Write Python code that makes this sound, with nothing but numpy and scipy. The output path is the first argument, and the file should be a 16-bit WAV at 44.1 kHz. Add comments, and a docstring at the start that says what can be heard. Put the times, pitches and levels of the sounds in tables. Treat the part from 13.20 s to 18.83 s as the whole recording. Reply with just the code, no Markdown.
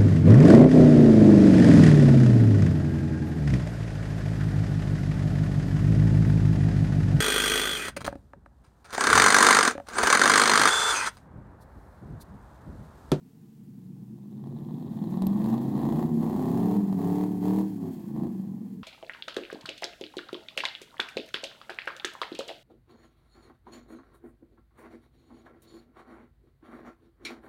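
"""Two V8 pickups at a mud hole, heard from the bank: at first both work lightly over still air.
The towing truck takes up the rope and pulls harder; loose metal rattles on it and exhaust cracks ring out.
The stuck truck joins in, its tyres throw a spray of mud, and it revs in bursts as the tow eases off.
Sine orders make each drone; uneven firing pulses make rumble, rasp and spitting gas in the pipes.
Filtered noise makes air and mud; the tree line echoes the exhausts faintly."""
import sys
import numpy as np
from scipy import signal
from scipy.fft import rfft, irfft
from scipy.io import wavfile
from scipy.ndimage import uniform_filter1d

SR = 44100
rng = np.random.default_rng(int(sys.argv[2]) if len(sys.argv) > 2 else 0)


def unload_audio(sound):
    """Save the sound as a 16-bit wav file, at the path given as the first command line argument."""
    columns = np.transpose(np.atleast_2d(sound))
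    # keep every value between -1 and 1, then stretch to whole-number steps
    steps = np.round(np.clip(columns, -1, 1) * 32767)
    wavfile.write(sys.argv[1], SR, steps.astype(np.int16))


N = 248283  # samples

# Still air of the clearing. Each row: frequency in Hz, relative level in dB per Hz.
AIR_COLOUR = [(290, -68), (500, -9), (696, -4), (792, -2), (1430, -13.5), (1770, -14.5), (3430, -16.5),
              (12700, -18), (15500, -15)]
AIR_DB = -71
# Mud thrown by the spinning tyres. Each row: time in seconds, level in dB.
SPRAY_LEVEL = [(0, -77), (1.0, -78), (1.9, -62.5), (2.5, -60.5), (3.45, -59), (4.3, -59.5), (4.8, -63.5),
               (5.63, -71)]

# Thin metal rattle while the towing truck pulls.
RATTLE_START_S, RATTLE_HELD_S, RATTLE_DB = 0.88, 1.77, -70
RATTLE_ATTACK_S, RATTLE_RELEASE_S = 1, 0.19
# Its clearest ticks. Each row: time in seconds, starting level of the ring in dB, ring in Hz.
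RATTLE_TICKS = [(1.2405, -63, 3250), (1.387, -63, 3620), (1.5413, -60, 3430), (1.7713, -56, 3470),
                (1.8237, -59, 3330), (1.8396, -55, 4200), (1.924, -58, 3920)]
TICK_RING_S, TICK_CONTACT_S, TICK_CONTACT_DB = 0.0036, 0.001, -2  # contact noise in dB re the ring

# Exhaust cracks. Each row: time in seconds, relative level in dB of snap, pipe pop, thud and high zing.
EXHAUST_CRACKS = [(1.240, -60, -39, -75, -81), (1.272, -47, -38.5, -74, -75),
                  (1.9726, -37, -30, -54.5, -65), (2.0213, -23.5, -25, -35, -42),
                  (2.0684, -22, -26, -36, -23.5), (2.242, -28.5, -35, -58, -62),
                  (3.727, -34, -27, -59, -65), (4.961, -53, -46, -66, -75)]
# Colour of the snap. Each row: frequency in Hz, relative level in dB per Hz.
SNAP_COLOUR = [(300, -1), (900, -17), (2000, -15), (4000, -4), (6000, -15.5), (10000, -9), (16000, -23)]

# Pipe under the rumble, tailpipe rasp (also the pop of a crack), and spitting gas (also the mud).
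# Each row: frequency in Hz, relative level in dB per Hz.
PIPE_COLOUR = [(40, -27), (75, -19.5), (105, -3), (135, -4), (160, -5), (200, 1.5), (250, -2.5),
               (300, -3.5), (360, -3.5), (450, -16.5), (560, -26), (900, -73)]
RASP_COLOUR = [(300, -6), (480, 1.5), (570, -3), (660, 2.5), (745, 3), (805, 4), (870, 2), (1100, -2),
               (1230, -12), (1380, -19.5), (1600, -22), (1850, -15), (2300, -31), (4000, -26.5),
               (6000, -43.5)]
GAS_COLOUR = [(880, -40), (1500, -4), (1860, -4), (2330, -8.5), (2680, -7.5), (2930, -12.5), (3230, -6),
              (3740, -12.5), (4210, -8), (5880, -13.5), (6950, -9), (7970, -12), (10100, -11.5),
              (11400, -9), (15700, -7.5)]

# Engine orders before throttle and boom. Each row: multiple of the cycle rate, relative level in dB.
STUCK_TONES = [(3, -28.5), (4, -37.5), (5, -26.5), (6, -45.5), (7, -42), (8, -32.5), (9, -48), (10, -46),
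               (11, -41.5), (12, -41.5), (13, -60), (19, -43), (20, -39), (21, -42), (23, -48.5),
               (24, -43.5), (25, -49.5), (27, -58), (29, -48), (32, -53.5)]
TOW_TONES = [(4, -52), (5, -31.5), (7, -37.5), (8, -36.5), (9, -27), (10, -42.5), (11, -36.5), (13, -43),
             (14, -33)]
# Exhaust resonances; an order booms as it glides through. Each row: frequency in Hz, gain in dB.
STUCK_RESONANCES = [(75, -35), (105, -13), (143, -11), (160, -6.5), (185, -2.5), (210, -3), (232, 0.5),
                    (295, 1.5), (330, -0.5), (370, 3), (410, -1), (450, 1), (510, -17.5), (620, -21),
                    (740, -6), (805, -16), (870, -10), (1000, -13), (1180, -14), (1300, -28)]
TOW_RESONANCES = [(60, -20), (108, -27), (124, -1.5), (150, -0.5), (172, -10.5), (190, 4.5), (230, 4),
                  (260, -6), (290, -23.5), (320, -10), (355, -4), (410, -14.5)]
# The eight firings of a cycle.
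# Each row: relative strength in dB, delay through manifold and pipe in seconds.
STUCK_FIRINGS = [(1.5, 0.00047), (-11, 0.000036), (-7, 0.00211), (-4, 0.00022), (-13, 0.00083),
                 (-8.5, 0.00012), (-5, 0.00092), (-14.5, 0.0004)]
TOW_FIRINGS = [(1, 0.001136), (-8.5, 0.0015), (-7.5, 0.001575), (-5.5, 0.00055), (-6.5, 0.00197),
               (-2, 0.001856), (-2.5, 0.001), (-4, 0.00191)]

# Engine speed: the tow is one long pull that eases off; the stuck wheels slip and grip.
# Each row: time in seconds, engine cycles in Hz.
TOW_CYCLES = [(0, 12.75), (.8, 13.4), (1.1, 14.4), (1.55, 17.08), (1.8, 19.09), (2.05, 21.14),
              (2.35, 25.58), (2.6, 28.8), (2.86, 32.27), (3.03, 32.68), (3.14, 30.69), (3.25, 27.38),
              (3.5, 23.5), (3.8, 20.6), (3.95, 17.7), (4.6, 17), (5.05, 21.1), (5.63, 21.5)]
STUCK_CYCLES = [(0, 21.86), (.7, 23.7), (1.3, 26.92), (1.9, 28.26), (2.3, 26.97), (2.55, 25.47),
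                (2.7, 28.18), (2.84, 30.09), (3.0, 28.85), (3.12, 30.71), (3.45, 36.2), (3.58, 37.7),
                (3.78, 34.46), (3.95, 36.53), (4.07, 37.39), (4.21, 36.19), (4.38, 39.01), (4.5, 38.98),
                (4.57, 34.71), (4.7, 33.4), (4.82, 27.48), (4.93, 27.14), (5.1, 29.28), (5.35, 24.71),
                (5.63, 21.5)]
# Effort of the tow, and of the stuck engine between stabs.
# Each row: time in seconds, effort in dB re full throttle.
TOW_THROTTLE = [(0, -60), (.7, -31), (1.12, -23.5), (1.25, -13.5), (1.7, -9), (1.91, -6.5), (2.0, -3),
                (2.3, 0.5), (2.48, -4), (2.8, -1.5), (2.92, -8), (3.4, -1), (3.72, -6), (4.0, -12),
                (4.8, -15.5), (5.25, -16), (5.45, -20.5), (5.63, -29)]
STUCK_PART_THROTTLE = [(0, -56), (1.1, -46), (2.3, -8.5), (2.9, -11), (3.7, -18), (4.15, -13), (4.45, -29),
                       (4.54, -25), (4.85, -27), (5.63, -38.5)]
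# Stabs of the stuck truck's pedal.
# Each row: start in seconds, time to the release in seconds, effort in dB re full throttle.
PEDAL_STABS = [(2.54, 0.29, -3.5), (2.992, .57, -2.5), (3.77, 0.27, -2.5), (4.208, 0.2, -0.5),
               (4.599, 0.095, -12.5), (4.93, .13, -7.5)]
PEDAL_ATTACK_S, PEDAL_RELEASE_S = 0.045, 0.024
# Drive of the low drone. Each row: time in seconds, relative level in dB.
TOW_DRONE_LEVEL = [(0, -29.5), (.35, -23), (.7, -16.5), (1.1, -21.5), (1.25, -14.5), (1.7, -8), (1.9, -4),
                   (2.0, -3), (2.3, -3), (2.5, -6.5), (2.8, 0), (3.03, 6), (3.2, -6.5), (3.4, -7),
                   (3.72, -4.5), (4.0, -16.5), (4.8, -26), (5.15, -14), (5.45, -15.5), (5.63, -26)]
STUCK_DRONE_LEVEL = [(0, -24.5), (1.1, -36), (1.3, -19.5), (2.0, -4.5), (2.3, -3), (2.7, 2.5), (2.9, 0),
                     (3.2, -3.5), (3.55, 0), (3.7, -10.5), (3.85, -0.5), (4.05, 0), (4.17, -5), (4.3, 2),
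                     (4.43, 0), (4.55, -10), (4.7, -5), (4.79, -13.5), (5.02, 0), (5.2, -11), (5.63, -15)]
# Growth with effort, one row each for rumble, rasp and gas.
# Each row: level at zero dB of effort in dB, growth in dB per dB of effort.
TOW_EXHAUST_GROWTH = [(-35.5, .44), (-43.5, 1.07), (-58, 5)]
STUCK_EXHAUST_GROWTH = [(-33, 0.38), (-42, 1), (-60, 1)]

# From the first to the second frequency in Hz the tones pass from drone level to throttle.
GROWL_RANGE_HZ = [310, 420]
GROWL_GROWTH = 0.64  # dB per dB of effort
FLUTTER_PER_S = 16  # each tone flutters a little in level
GAS_DB_PER_HZ, GAS_REF_HZ = 0.5, 27.3  # a faster engine spits more gas
SPIT_POWER = 1.24  # the strongest firings spit the most
LIGHT_THROTTLE_DB = -29.5  # effort at which the firings lose their edge
EVEN_FIRING_DB = -8.5  # effort above which the rumble stops growing
IDLE_WOBBLE_TURNS, IDLE_WOBBLE_PER_S = 0.005, 9  # the crank runs early and late on a light throttle


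def undb(db):
    """Decibels to gain."""
    return np.exp(np.asarray(db) * (np.log(10) / 20))


def unit(x):
    """Scale to rms 1."""
    return x / np.sqrt(np.mean(x ** 2))


def curves(table):
    """The columns of a table after its times, sample by sample."""
    s, *columns = np.transpose(table)
    return [np.interp(np.arange(N) / SR, s, column) for column in columns]


def walk(rate):
    """Random levels held 1 / rate seconds, smoothed twice, at rms 1."""
    held = int(SR / rate)
    steps = np.repeat(rng.standard_normal(N // held + 1), held)
    smooth = uniform_filter1d(uniform_filter1d(steps, held), held)
    return unit(smooth[:N])


def colour(x, points, size=8192):
    """Minimum-phase filter through (Hz, dB) points: a pulse rings only after it strikes."""
    hz, db = np.transpose(points)
    bins = np.maximum(np.fft.rfftfreq(size, 1 / SR), 1)
    gain = undb(np.interp(np.log(bins), np.log(hz), db))
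    # folding the cepstrum forward makes the filter causal
    cepstrum = irfft(np.log(gain))
    cepstrum[1:size // 2] *= 2
    cepstrum[size // 2 + 1:] = 0
    response = irfft(np.exp(rfft(cepstrum)))
    return signal.fftconvolve(x, response)[:N]


def band(x, lo_hz, hi_hz):
    """Band-pass between two frequencies."""
    sos = signal.butter(2, np.sort([lo_hz, hi_hz]), "band", fs=SR, output="sos")
    return signal.sosfilt(sos, x)


def fade(x, seconds):
    """Give every pulse an exponential tail."""
    return signal.lfilter([1], [1, -np.exp(-1 / (SR * seconds))], x)


def puffs(pulses, seconds):
    """A decaying burst of turbulent noise after each pulse."""
    return unit(fade(pulses, seconds) * rng.standard_normal(N))


def swell(start_s, held_s, attack_s, release_s):
    """An envelope that rises, holds until held_s after its start and dies away."""
    t = np.arange(N) / SR - start_s
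    return np.clip(t / attack_s, 0, 1) * np.exp(-np.maximum(t - held_s, 0) / release_s)


def still_air():
    """The clearing behind the trucks: steady coloured noise."""
    return unit(colour(rng.standard_normal(N), AIR_COLOUR)) * undb(AIR_DB)


def scattered_echoes(x, t60_s, wet_db):
    """Many dull reflections in a decaying noise tail, as from the tree line or inside a silencer."""
    t = np.arange(SR // 2) / SR
    tail = rng.standard_normal(len(t)) * undb(-60 * t / t60_s) * (t > 0.012)
    dull = signal.butter(1, [400, 4000], "band", fs=SR, output="sos")
    tail = signal.sosfilt(dull, tail / np.linalg.norm(tail))
    return x + undb(wet_db) * signal.fftconvolve(x, tail)[:N]


def mud_spray(drops_per_s, spread_db):
    """Thrown mud lands as dense small splats: random drops of uneven size, each a burst of noise."""
    size_db = spread_db * np.minimum(rng.exponential(size=N), 5)
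    drops = (rng.random(N) < drops_per_s / SR) * undb(size_db)
    splats = unit(colour(puffs(drops, seconds=0.017), GAS_COLOUR))
    return splats * undb(curves(SPRAY_LEVEL)[0])


def rattle(pulses):
    """Loose metal on the towing truck buzzes with the firings and now and then ticks clearly."""
    envelope = swell(RATTLE_START_S, RATTLE_HELD_S, RATTLE_ATTACK_S, RATTLE_RELEASE_S)
    buzz = unit(band(puffs(pulses, seconds=0.0031), 3300, 4140))
    out = buzz * envelope * undb(RATTLE_DB)
    t = np.arange(SR // 30) / SR
    for s, db, hz in RATTLE_TICKS:
        ring = np.sin(2 * np.pi * hz * t) * np.exp(-t / TICK_RING_S)
        contact = undb(TICK_CONTACT_DB) * rng.standard_normal(len(t)) * np.exp(-t / TICK_CONTACT_S)
        out[int(s * SR):][:len(t)] += undb(db) * (ring + contact)
    return out


def snap_burst(seconds):
    """A brief burst of gas with its spectrum flattened, so that it is about equal at every frequency."""
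    t = np.arange(SR // 50) / SR
    spectrum = rfft(rng.standard_normal(len(t)) * np.exp(-t / seconds))
    return irfft(spectrum / np.abs(spectrum))[:len(t) // 2]


def exhaust_cracks():
    """Sharp reports of the exhaust: a snap of gas, a pop in the pipe, a low thud and a high zing."""
    strikes = np.zeros((4, N))
    for s, *levels_db in EXHAUST_CRACKS:
        strikes[:, int(s * SR)] = undb(levels_db)
    snap, pop, thud, zing = strikes
    snap = colour(signal.fftconvolve(snap, snap_burst(seconds=0.003))[:N], SNAP_COLOUR)
    pop = colour(pop, RASP_COLOUR)
    thud = band(fade(thud, seconds=0.0034), 27, 106)
    zing = band(fade(zing, seconds=0.0016) * rng.standard_normal(N), 13300, 14700)
    return undb(12.5) * snap + undb(25) * pop + undb(5) * thud + zing


def pedal():
    """Effort of the stuck engine in dB: stabs of the pedal on top of a part throttle."""
    effort = undb(curves(STUCK_PART_THROTTLE)[0])
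    for s, held_s, db in PEDAL_STABS:
        effort = effort + undb(db) * swell(s, held_s, PEDAL_ATTACK_S, PEDAL_RELEASE_S)
    return 20 * np.log10(effort)


def drone(turns, hz, drone_db, effort_db, orders, boom, flutter_db):
    """Tones at multiples of the cycle rate: uneven banks give odd orders, high ones growl under load."""
    boom_hz, boom_db = np.transpose(boom)
    out = 0
    for multiple, db in orders:
        order = round(multiple)
        growl = np.interp(order * hz, GROWL_RANGE_HZ, [0, 1])
        drive_db = (1 - growl) * drone_db + growl * GROWL_GROWTH * effort_db
        resonance_db = np.interp(order * hz, boom_hz, boom_db)
        level_db = db + drive_db + resonance_db + flutter_db * walk(FLUTTER_PER_S)
        lag = order ** 2 / 10  # the pipe delays each order differently, which rounds the wave
        out = out - undb(level_db) * np.sin(2 * np.pi * order * turns + lag)
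    return np.sqrt(2) * out


def firings(turns, cylinders, scatter_db, jitter_s):
    """Eight pulses a cycle at even power: their full strength, and their departure from the average."""
    count = len(cylinders)
    number = np.floor(count * turns).astype(int)
    at = np.flatnonzero(np.diff(number)) + 1
    strength_db, delay_s = np.array(cylinders)[number[at] % count].T
    chance = np.clip(rng.standard_normal((len(at), 3)), -2, 2)
    size = undb(strength_db + scatter_db * chance[:, 0])
    uneven = size - size.mean() + 0.29 * chance[:, 2]
    spacing = np.sqrt(np.gradient(at))  # sparser pulses are larger, which keeps the power even
    late = ((delay_s + jitter_s * chance[:, 1]) * SR).astype(int)
    at = np.clip(at + late, 0, N - 1)
    return unit(np.bincount(at, size * spacing, N)), unit(np.bincount(at, uneven * spacing, N))


def rumble(uneven, effort_db):
    """Uneven firings shake the low pipe resonances; on a light throttle the silencer blurs them."""
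    hard = unit(colour(uneven, PIPE_COLOUR))
    soft = unit(band(scattered_echoes(hard, t60_s=0.12, wet_db=10.5), 135.6, 239))
    throttle = np.clip(1 - effort_db / LIGHT_THROTTLE_DB, 0.08, 0.85)
    return np.sqrt(throttle) * hard + np.sqrt(1 - throttle) * soft


def rasp(pulses, turbulence_db):
    """The steep front of each firing, with some turbulence behind it, rasps in the tailpipe."""
    turbulence = puffs(pulses, seconds=0.0071)
    return unit(colour(pulses + undb(turbulence_db) * turbulence, RASP_COLOUR))


def gas_spit(pulses, hz):
    """Each firing spits a burst of gas, stronger as the engine turns faster."""
    spit = unit(colour(puffs(pulses ** SPIT_POWER, seconds=0.0057), GAS_COLOUR))
    return spit * undb(GAS_DB_PER_HZ * (hz - GAS_REF_HZ))


def engine(speed, effort_db, drone_db, boom, growth, orders, cylinders,
           flutter_db, scatter_db, jitter_s, turbulence_db):
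    """One V8 driven by speed and effort: its tones, its exhaust noise and its firing pulses."""
    hz, = curves(speed)
    idling = np.clip(effort_db / LIGHT_THROTTLE_DB, 0, 1) ** 2
    wobble = IDLE_WOBBLE_TURNS * idling * walk(IDLE_WOBBLE_PER_S)
    turns = np.cumsum(hz * (1 + 0.00078 * walk(20))) / SR + wobble  # engine cycles so far
    tones = drone(turns, hz, drone_db, effort_db, orders, boom, flutter_db)
    pulses, uneven = firings(turns, cylinders, scatter_db, jitter_s)

    (rumble_db, rumble_slope), (rasp_db, rasp_slope), (gas_db, gas_slope) = growth
    rumble_level = undb(rumble_db + rumble_slope * np.minimum(effort_db, EVEN_FIRING_DB))
    exhaust = rumble(uneven, effort_db) * rumble_level
    exhaust = exhaust + rasp(pulses, turbulence_db) * undb(rasp_db + rasp_slope * effort_db)
    exhaust = exhaust + gas_spit(pulses, hz) * undb(gas_db + gas_slope * effort_db)
    return tones, exhaust, pulses


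def scene():
    """The bank of the mud hole: still air, spray, rattle and both engines, with the trees behind."""
    air = still_air()
    spray = mud_spray(drops_per_s=1100, spread_db=3.5)
    tow_tones, tow_exhaust, tow_pulses = engine(
        TOW_CYCLES, curves(TOW_THROTTLE)[0], curves(TOW_DRONE_LEVEL)[0], TOW_RESONANCES,
        TOW_EXHAUST_GROWTH, TOW_TONES, TOW_FIRINGS,
        flutter_db=1.0, scatter_db=2.1, jitter_s=0.00012, turbulence_db=-1.5)
    stuck_tones, stuck_exhaust, _ = engine(
        STUCK_CYCLES, pedal(), curves(STUCK_DRONE_LEVEL)[0], STUCK_RESONANCES,
        STUCK_EXHAUST_GROWTH, STUCK_TONES, STUCK_FIRINGS,
        flutter_db=0.9, scatter_db=1.3, jitter_s=0.00002, turbulence_db=-9.5)
    # only the exhausts and their cracks reach the tree line
    exhausts = scattered_echoes(stuck_exhaust + tow_exhaust + exhaust_cracks(), t60_s=0.29, wet_db=-12)
    mix = air + spray + rattle(tow_pulses) + tow_tones + stuck_tones + exhausts
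    return mix[None]  # one microphone channel


def record(dry):
    """The microphone's recorder cuts the top steeply above 15.85 kHz."""
    low_pass = signal.ellip(10, 0.2, 70, 15850, fs=SR, output="sos")  # order, ripple dB, stop dB, Hz
    return signal.sosfilt(low_pass, dry)


dry = scene()
out = record(dry)
unload_audio(out)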